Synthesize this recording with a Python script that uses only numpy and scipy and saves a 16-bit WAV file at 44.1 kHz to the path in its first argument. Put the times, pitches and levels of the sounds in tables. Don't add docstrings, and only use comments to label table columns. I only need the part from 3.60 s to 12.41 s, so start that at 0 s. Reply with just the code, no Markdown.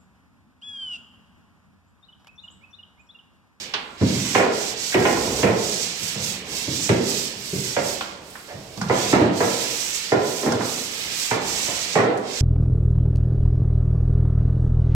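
import sys
import numpy as np
from scipy import signal
from scipy.fft import rfft, irfft, next_fast_len
from scipy.io import wavfile
from scipy.ndimage import uniform_filter1d

SR = 44100
rng = np.random.default_rng(int(sys.argv[2]) if len(sys.argv) > 2 else 0)


def store_wav(level_fs):
    pcm = np.round(np.clip(np.atleast_2d(level_fs), -1, 1) * 32767)
    wavfile.write(sys.argv[1], SR, pcm.T.astype(np.int16))


N = 388521
TIME = np.arange(N) / SR
RING = int(1.3 * SR)
LEFT_LAG_S = 0.00016
OPPOSITE = np.array([[1], [-1]])


def gain(db):
    return 10 ** (np.asarray(db) / 20)


def unit(x):
    return x / np.sqrt(np.mean(x ** 2))


def ease(share):
    return np.sin(np.pi / 2 * np.clip(share, 0, 1))


def drift(rate_hz):
    step = max(int(SR / rate_hz), 1)
    stairs = np.repeat(rng.standard_normal(N // step + 1), step)
    return unit(uniform_filter1d(stairs, step)[:N])


def at_hz(points, hz):
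    f, value = np.transpose(points)
    return np.interp(np.log(hz + 1), np.log(f), value)


def shape(x, response):
    size = next_fast_len(x.shape[-1] + 4096, True)
    f = np.fft.rfftfreq(size, 1 / SR) + 1e-3
    return irfft(rfft(x, size) * response(f), size)[..., :x.shape[-1]]


def colour(x, tone):
    return unit(shape(x, lambda f: gain(at_hz(tone, f))))


def resonate(x, notes):
    return shape(x, lambda f: sum((-1) ** k * gain(db) / (1 + 1j * (f * f - hz * hz) / (f * width))
                                  for k, (hz, width, db) in enumerate(notes)))


def cut(x, kind, hz, order):
    return signal.sosfilt(signal.butter(order, min(hz, SR / 2 - 1), kind, fs=SR, output="sos"), x)


def at_level(x, db):
    return x * gain(db) / np.sqrt(np.mean(x[:, :SR // 20] ** 2))


def add(out, x, start_s):
    i = max(int(start_s * SR), 0)
    out[:, i:i + x.shape[1]] += x[:, :N - i]


# f/Hz, relative level/dB
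MURMUR_TONE = [(20, -6), (60, -5), (120, -9), (300, 3), (700, -5.5), (2000, -18), (8000, -14), (15000, -53)]
def murmur(level_db=-52.5):
    mid, side = (colour(rng.standard_normal(N), MURMUR_TONE) for _ in range(2))
    return gain(level_db + 3.6 * drift(2.6)) * (mid + 0.52 * side * OPPOSITE)


# f/Hz, fade time/s (for a drop of 60 dB)
ROOM_FADES = [(80, 0.6), (220, 0.96), (560, 1.0), (1470, 0.88), (3000, 0.51), (7000, 0.21), (15000, 0.63)]
def room(direct_db, early_db, early_s=0.018, shared_hz=480):
    t, f = TIME[:RING], np.fft.rfftfreq(RING, 1 / SR)
    mid, side = rfft(rng.standard_normal((2, RING)))
    likeness = 1 / (1 + (f / shared_hz) ** 3)
    echoes = mid * np.sqrt(1 + likeness) + OPPOSITE * side * np.sqrt(1 - likeness)
    hz, fades_s = np.transpose(ROOM_FADES)
    bands = [np.interp(np.log(f + 1), np.log(hz), row) for row in np.eye(len(hz))]
    tail = sum(irfft(echoes * band, RING) * gain(-60 * t / fade) for band, fade in zip(bands, fades_s))
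    early_boost = 1 + gain(early_db) * np.exp(-t / early_s)
    tail = tail * early_boost * np.clip(t / 0.0041, 0, 1) / np.sqrt(SR / 10)
    arrival_s = 0.001086 + np.array([[LEFT_LAG_S], [0]])
    return tail + gain(direct_db) * np.sinc((t - arrival_s) * SR)


# t/s, length/s, relative level/dB, f/Hz
JUDDERS = [(1.318, 0.038, -26.5, 1840), (1.773, 0.045, -29.5, 383), (4.868, 0.078, -40.5, 620),
           (4.88, 0.056, -43.5, 1750), (5.174, 0.012, -45, 895)]
def pad_judders():
    out = np.zeros((2, N))
    for start, length, db, hz in JUDDERS:
        slips = rng.standard_normal(RING) * np.sin(np.pi * np.clip(TIME[:RING] / length, 0, 1))
        heard = signal.fftconvolve(slips[None], room(direct_db=-0.5, early_db=-16), axes=1)[:, :RING]
        add(out, at_level(resonate(heard, [(hz, 0.19 * hz, 0)]), db - .5), start)
    return out


# f/Hz, width/Hz, relative level/dB
POLE_NOTES = [(810, 150, -5), (1040, 95, 0), (1164, 62, 0), (1400, 95, 1.5), (1610, 230, -4.5),
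              (2300, 400, -20), (1380, 5.6, 7)]
# t/s, relative tick level/dB, tick f/Hz, relative ring level/dB
JOINT_CLICKS = [(0.137, -26, 3100, -34), (.147, -36, 3180, -33.5), (.748, -23.5, 1830, -24),
                (1.342, -25.5, 2090, -52), (1.452, -38, 2300, -39), (1.83, -27.5, 2200, -45.5),
                (3.291, -26.5, 2270, -47), (4.164, -30.5, 2040, -37), (4.408, -34, 2720, -30.5),
                (4.753, -41.5, 1640, -45), (5.173, -45.5, 4990, -52), (5.213, -38.5, 5100, -30),
                (5.285, -44, 4960, -57), (6.92, -35.5, 5500, -30.5), (7.006, -33, 1110, -38),
                (7.712, -35, 2100, -30), (8.573, -49, 6940, -52)]
def joint_clicks(snap_db=-3.5, snap_s=0.0064):
    out = np.zeros((2, N))
    snap = 1 + gain(snap_db) * np.exp(-TIME[:RING] / snap_s)
    for start, tick_db, hz, ring_db in JOINT_CLICKS:
        tick = resonate(room(direct_db=-15, early_db=6.5, early_s=0.0052), [(hz, 0.59 * hz, 0)])
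        tick = cut(tick * snap, "lowpass", 1.6 * hz, order=3)
        ring = resonate(room(direct_db=1, early_db=-2), POLE_NOTES)
        ring = cut(ring, "lowpass", 2400, order=2)
        add(out, at_level(tick, tick_db - .5) + at_level(ring, ring_db - .5), start)
    return out


# f/Hz, width/Hz, relative level/dB
HOLLOW_NOTES = [(82, 14, -9), (122, 35, -0.5), (199, 22, 2)]
def wall_boom(pulse, rise_s=0.014):
    boom = cut(resonate(pulse, HOLLOW_NOTES), "lowpass", 218, order=3)
    return cut(boom, "highpass", 72, order=2) * ease(TIME[:RING] / rise_s)


# f/Hz, width/Hz, relative level/dB
BOARD_NOTES = [(240.6, 37, 0.5), (326.5, 66, -1), (390, 73, -1.5), (498.4, 64.5, 0), (560, 142, -2),
               (759, 270, -7.5)]
def board_knock(pulse, note_hz, hardness, rise_s=0.0063):
    board = resonate(pulse, BOARD_NOTES)
    board = board + resonate(board, [(note_hz, 50, 5)])
    knock = cut(board, "lowpass", 860 * hardness, order=5)
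    return cut(knock, "highpass", 0.63 * note_hz, order=2) * ease(TIME[:RING] / rise_s)


# f/Hz, width/Hz, relative level/dB
HEAD_NOTES = [(830, 230, -2), (1030, 170, 0), (1260, 220, -3.5), (1470, 170, -4), (1660, 190, -4),
              (2010, 330, -3), (2380, 360, -4), (3100, 700, -13)]
def head_clack(pulse, top_hz, gap_s=0.0035):
    ring = resonate(pulse, HEAD_NOTES)
    clack = 1.7 * ring
    for lag_s in gap_s * np.cumsum(rng.uniform(0.584, 1.4, size=2)):
        lag = int(lag_s * SR)
        clack += np.pad(ring, ((0, 0), (lag, 0)))[:, :-lag] * rng.uniform(0.99, 1)
    clack = cut(clack, "lowpass", top_hz, order=4)
    return cut(clack, "highpass", 390, order=3)


# t/s, boom level/dB, knock level/dB, clack level/dB, board note f/Hz
WALL_THUDS = [(0.14, -51, -39.5, -38.5, 430), (0.41, -16, -17.5, -35, 260), (0.753, -29, -18.5, -19.5, 430),
              (0.797, -33, -19, -23.5, 454), (1.344, -27, -15.5, -23.5, 355), (1.404, -38, -22, -37, 378),
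              (1.452, -32.5, -20.5, -20, 457), (1.831, -21, -16.5, -23.5, 430), (1.867, -25, -22, -27, 460),
              (2.41, -38.5, -48, -60, 331), (2.555, -33, -37, -43.5, 495), (3.075, -30, -29.5, -45.5, 290),
              (3.292, -17.5, -16.5, -26.5, 400), (3.384, -48.5, -25.5, -46, 230),
              (3.76, -42, -55, -57, 300), (3.926, -27.5, -28.5, -50.5, 396), (4.165, -34, -21.5, -27, 563),
              (4.939, -39, -49, -59, 646), (5.173, -32, -37.5, -55, 237), (5.21, -26, -43, -38.5, 456),
              (5.297, -30, -18, -22, 467), (5.528, -21, -14.5, -20, 317), (5.562, -30, -18.5, -31.5, 313),
              (5.61, -23, -21, -27.5, 234), (5.804, -31.5, -19.5, -23, 467.3),
              (6.519, -27, -15.5, -22.5, 417), (6.568, -44, -32.5, -38, 510),
              (6.83, -52, -24.5, -34.5, 444), (6.861, -29, -19.5, -27.5, 208),
              (6.919, -32, -26, -34.5, 477), (7.006, -38, -34.5, -33.5, 490), (7.711, -30.5, -24, -24, 430),
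              (8.08, -42, -33, -34.5, 575), (8.354, -24, -17.5, -20.5, 420), (8.387, -32, -19, -22.5, 420),
              (8.445, -38, -20.5, -29.5, 480)]
def wall_thuds(ceiling_from_s=5):
    out = np.zeros((2, N))
    for start, boom_db, knock_db, clack_db, note_hz in WALL_THUDS:
        pulse = room(direct_db=-6.5, early_db=-9.5, shared_hz=445)
        hardness = gain(0.24 * (clack_db - knock_db))
        top_hz = hardness * (3400 if start < ceiling_from_s else 2380)
        boom = at_level(wall_boom(pulse), boom_db)
        knock = at_level(board_knock(pulse, note_hz, hardness), knock_db)
        clack = at_level(head_clack(pulse, top_hz), clack_db)
        add(out, boom + knock + clack, start - .001)
    return out


def pad_bounce(depth_db=2.5, deepest_s=0.031):
    lift = np.zeros((1, N))
    hardest_db = max(row[2] for row in WALL_THUDS)
    age = TIME[None, :RING] / deepest_s
    for start, _, knock_db, _, _ in WALL_THUDS:
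        add(lift, gain(knock_db - hardest_db) * age * np.exp(1 - age), start)
    return depth_db * lift[0]


# t/s, change in hiss level/dB
COMPOUND_RIDGES = [(0.736, -0.5), (1.31, 2), (1.526, 2), (1.80, 3), (2.225, 2), (3.25, 4.5), (4.371, -1),
                   (5.51, 2.5), (6.35, 3), (8.05, 0), (8.334, 2.5)]
def ridge_surges(half_crossing_s=0.028):
    return sum(db * np.exp(-((TIME - s) / half_crossing_s) ** 2) for s, db in COMPOUND_RIDGES)


# t/s, length/s, braking time/s, hiss level/dB, swell from start to end/dB,
# fine grit level against the hiss/dB, rumble level/dB, rasp level/dB
PAD_STROKES = [(-0.161, 0.37, 0.35, -34, -35, -15, 0, 4), (0.357, 0.565, 0.21, -29.5, 6.5, -15, -3, 4.5),
               (0.858, 0.29, 0.024, -30.5, -3.5, -15.0, -5, 2.5),
               (1.127, 0.23, 0.03, -27.5, -10, -14.5, -8, 0.5),
               (1.289, 0.7, 0.18, -30.5, -1.0, -13, 3.5, 2.0), (1.88, 0.55, 0.38, -27.0, 12, -14, -7, 0.5),
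               (2.282, 0.331, 0.17, -29.5, 8, -10.5, -6.5, 3.5),
               (2.538, 0.34, 0.24, -29.0, -9.5, -11, -3.5, 2),
               (2.818, 0.28, 0.1, -30.5, 0.5, -11, -1.0, 2.5), (2.998, 0.54, 0.47, -28, 4, -13.5, -7, 1),
               (3.373, 0.44, 0.24, -28, -7, -11.5, -6.5, 0.5),
               (3.677, 0.573, 0.33, -31.5, 21.5, -10, -7.5, 1.0),
               (4.161, 0.47, 0.52, -31.5, -16.5, -9, -3.5, 0), (4.565, 0.44, 0.24, -50, 5, -3, -8.0, -1),
               (4.804, 0.52, 0.09, -49, 14, -9.5, -2, -2), (5.25, 0.48, 0.35, -29, 1.5, -13.5, 2, 7.0),
               (5.695, 0.99, 0.47, -29.0, -0.5, -11.5, -7, 3),
               (6.546, 0.495, 0.28, -31, 4.0, -10.5, -11, 2.0),
               (6.954, 0.47, 0.23, -31.0, -6.5, -10.5, -11, 1.5), (7.211, 0.39, 0.19, -33, 3, -10, -8, 5.5),
               (7.446, 0.38, 0.31, -26, 9, -9, -12, 3.5), (7.757, 0.78, 0.67, -26.0, 8, -12.5, -5, 4.5),
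               (8.604, 0.39, 0.2, -28.5, 17.5, -18.5, -13.5, 3.0)]
def strokes(speed_up_s=0.16, resting_db=-58):
    hiss = np.full(N, gain(resting_db) ** 2)
    fine = hiss * gain(-10) ** 2
    rumble, rasp = np.zeros((2, N))
    for start, length, brake_s, hiss_db, swell_db, fine_db, rumble_db, rasp_db in PAD_STROKES:
        on = (TIME > start) & (TIME < start + length)
        t = TIME[on] - start
        speed = ease(t / speed_up_s) * ease((length - t) / brake_s)
        pressure = gain(hiss_db + swell_db * (t / length - .5))
        power = (pressure * speed ** 1.2) ** 2
        hiss[on] += power
        fine[on] += (pressure * gain(fine_db) * speed ** 2.04) ** 2
        rumble[on] += power * rumble_db
        rasp[on] += power * rasp_db
    level_db = 10 * np.log10(hiss) + ridge_surges() - pad_bounce()
    return level_db, 10 * np.log10(fine / hiss), rumble / hiss, rasp / hiss


def rub(tone, db, fade_s, direct_db, likeness=0):
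    force = gain(db)
    grains = rng.standard_normal(N) * gain(1.7 * rng.standard_normal(N))
    direct = colour(grains, tone) * force
    direct = np.array([np.roll(direct, int(LEFT_LAG_S * SR)), direct])
    keep = np.exp(-np.log(1e6) / (fade_s * SR))
    lingering = np.sqrt(signal.lfilter([1 - keep], [1, -keep], force ** 2))
    mid, side = (colour(rng.standard_normal(N), tone) for _ in range(2))
    wash = mid * np.sqrt((1 + likeness) / 2) + OPPOSITE * side * np.sqrt((1 - likeness) / 2)
    return wash * lingering + gain(direct_db) * direct


def corner_echo(x):
    lag_s = .002 + 0.000512 * drift(2.5)
    echo = np.array([np.interp(TIME - lag_s, TIME, channel) for channel in x])
    return x + .22 * echo


# f/Hz, relative level/dB
HISS_TONE = [(1200, -49), (2500, -8.5), (3400, -2.5), (4300, -0.5), (5300, 0.5), (6200, -4.5), (7500, -4.5),
             (9000, -16), (15000, -37)]
SHEEN_TONE = [(3500, -22), (5000, -7.5), (5800, 0), (7000, -0.5), (7900, 1), (8700, -7.5), (9800, -16.5),
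              (15000, -26)]
FINE_TONE = [(5000, -21), (8000, 6.5), (10000, -2), (12000, -1), (14000, -2.5), (15700, -5.5)]
RASP_TONE = [(500, -24), (800, -8.5), (1150, -6), (1600, -3), (2300, 3), (3200, 0.5), (4500, -5.5),
             (8000, -43)]
RUMBLE_TONE = [(30, -38), (65, 4.5), (105, -0.5), (200, 5), (300, 0.5), (470, 3), (650, -3.5), (1000, -4.5),
               (2500, -40)]
def sanding():
    hiss_db, fine_db, rumble_db, rasp_db = strokes()
    effort_db = hiss_db - np.max(hiss_db)
    slip_db = hiss_db + 0.6 * drift(45) + drift(220)
    patch_db = 1.2 * drift(7.2)
    hiss = rub(HISS_TONE, slip_db - 4 - patch_db, fade_s=0.13, direct_db=-5)
    sheen = rub(SHEEN_TONE, slip_db - 2.5 + 0.53 * effort_db + patch_db, fade_s=0.11, direct_db=-7)
    fine = rub(FINE_TONE, slip_db + fine_db + 3.5 + 0.019 * effort_db, fade_s=0.1, direct_db=-3.5)
    rasp_db += -35.5 + 0.56 * effort_db + 0.47 * drift(33)
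    rasp = rub(RASP_TONE, rasp_db, fade_s=0.72, direct_db=-7)
    rumble_db += -36.5 + 0.43 * effort_db + 2.4 * drift(9.7)
    rumble = rub(RUMBLE_TONE, rumble_db, fade_s=1.0, direct_db=-2, likeness=0.81)
    return corner_echo(hiss + sheen + rasp) + fine + rumble


def scene():
    return sanding() + wall_thuds() + joint_clicks() + pad_judders() + murmur()


# f/Hz, left minus right level/dB
MIC_BALANCE = [(60, -0.5), (200, -3.5), (380, 0.5), (700, -8), (1290, -1.5), (2380, -3.5), (4400, -11),
               (6000, -13), (8120, -5.5), (10000, -6.5), (15000, -3.5)]
def record(dry, top_hz=15800):
    shaded = shape(dry, lambda f: gain(0.5 * OPPOSITE * at_hz(MIC_BALANCE, f)))
    rounded = np.tanh(0.57 * shaded) / 0.63
    return signal.sosfilt(signal.ellip(10, .2, 80, top_hz, fs=SR, output="sos"), rounded)


dry = scene()
out = record(dry)
store_wav(out)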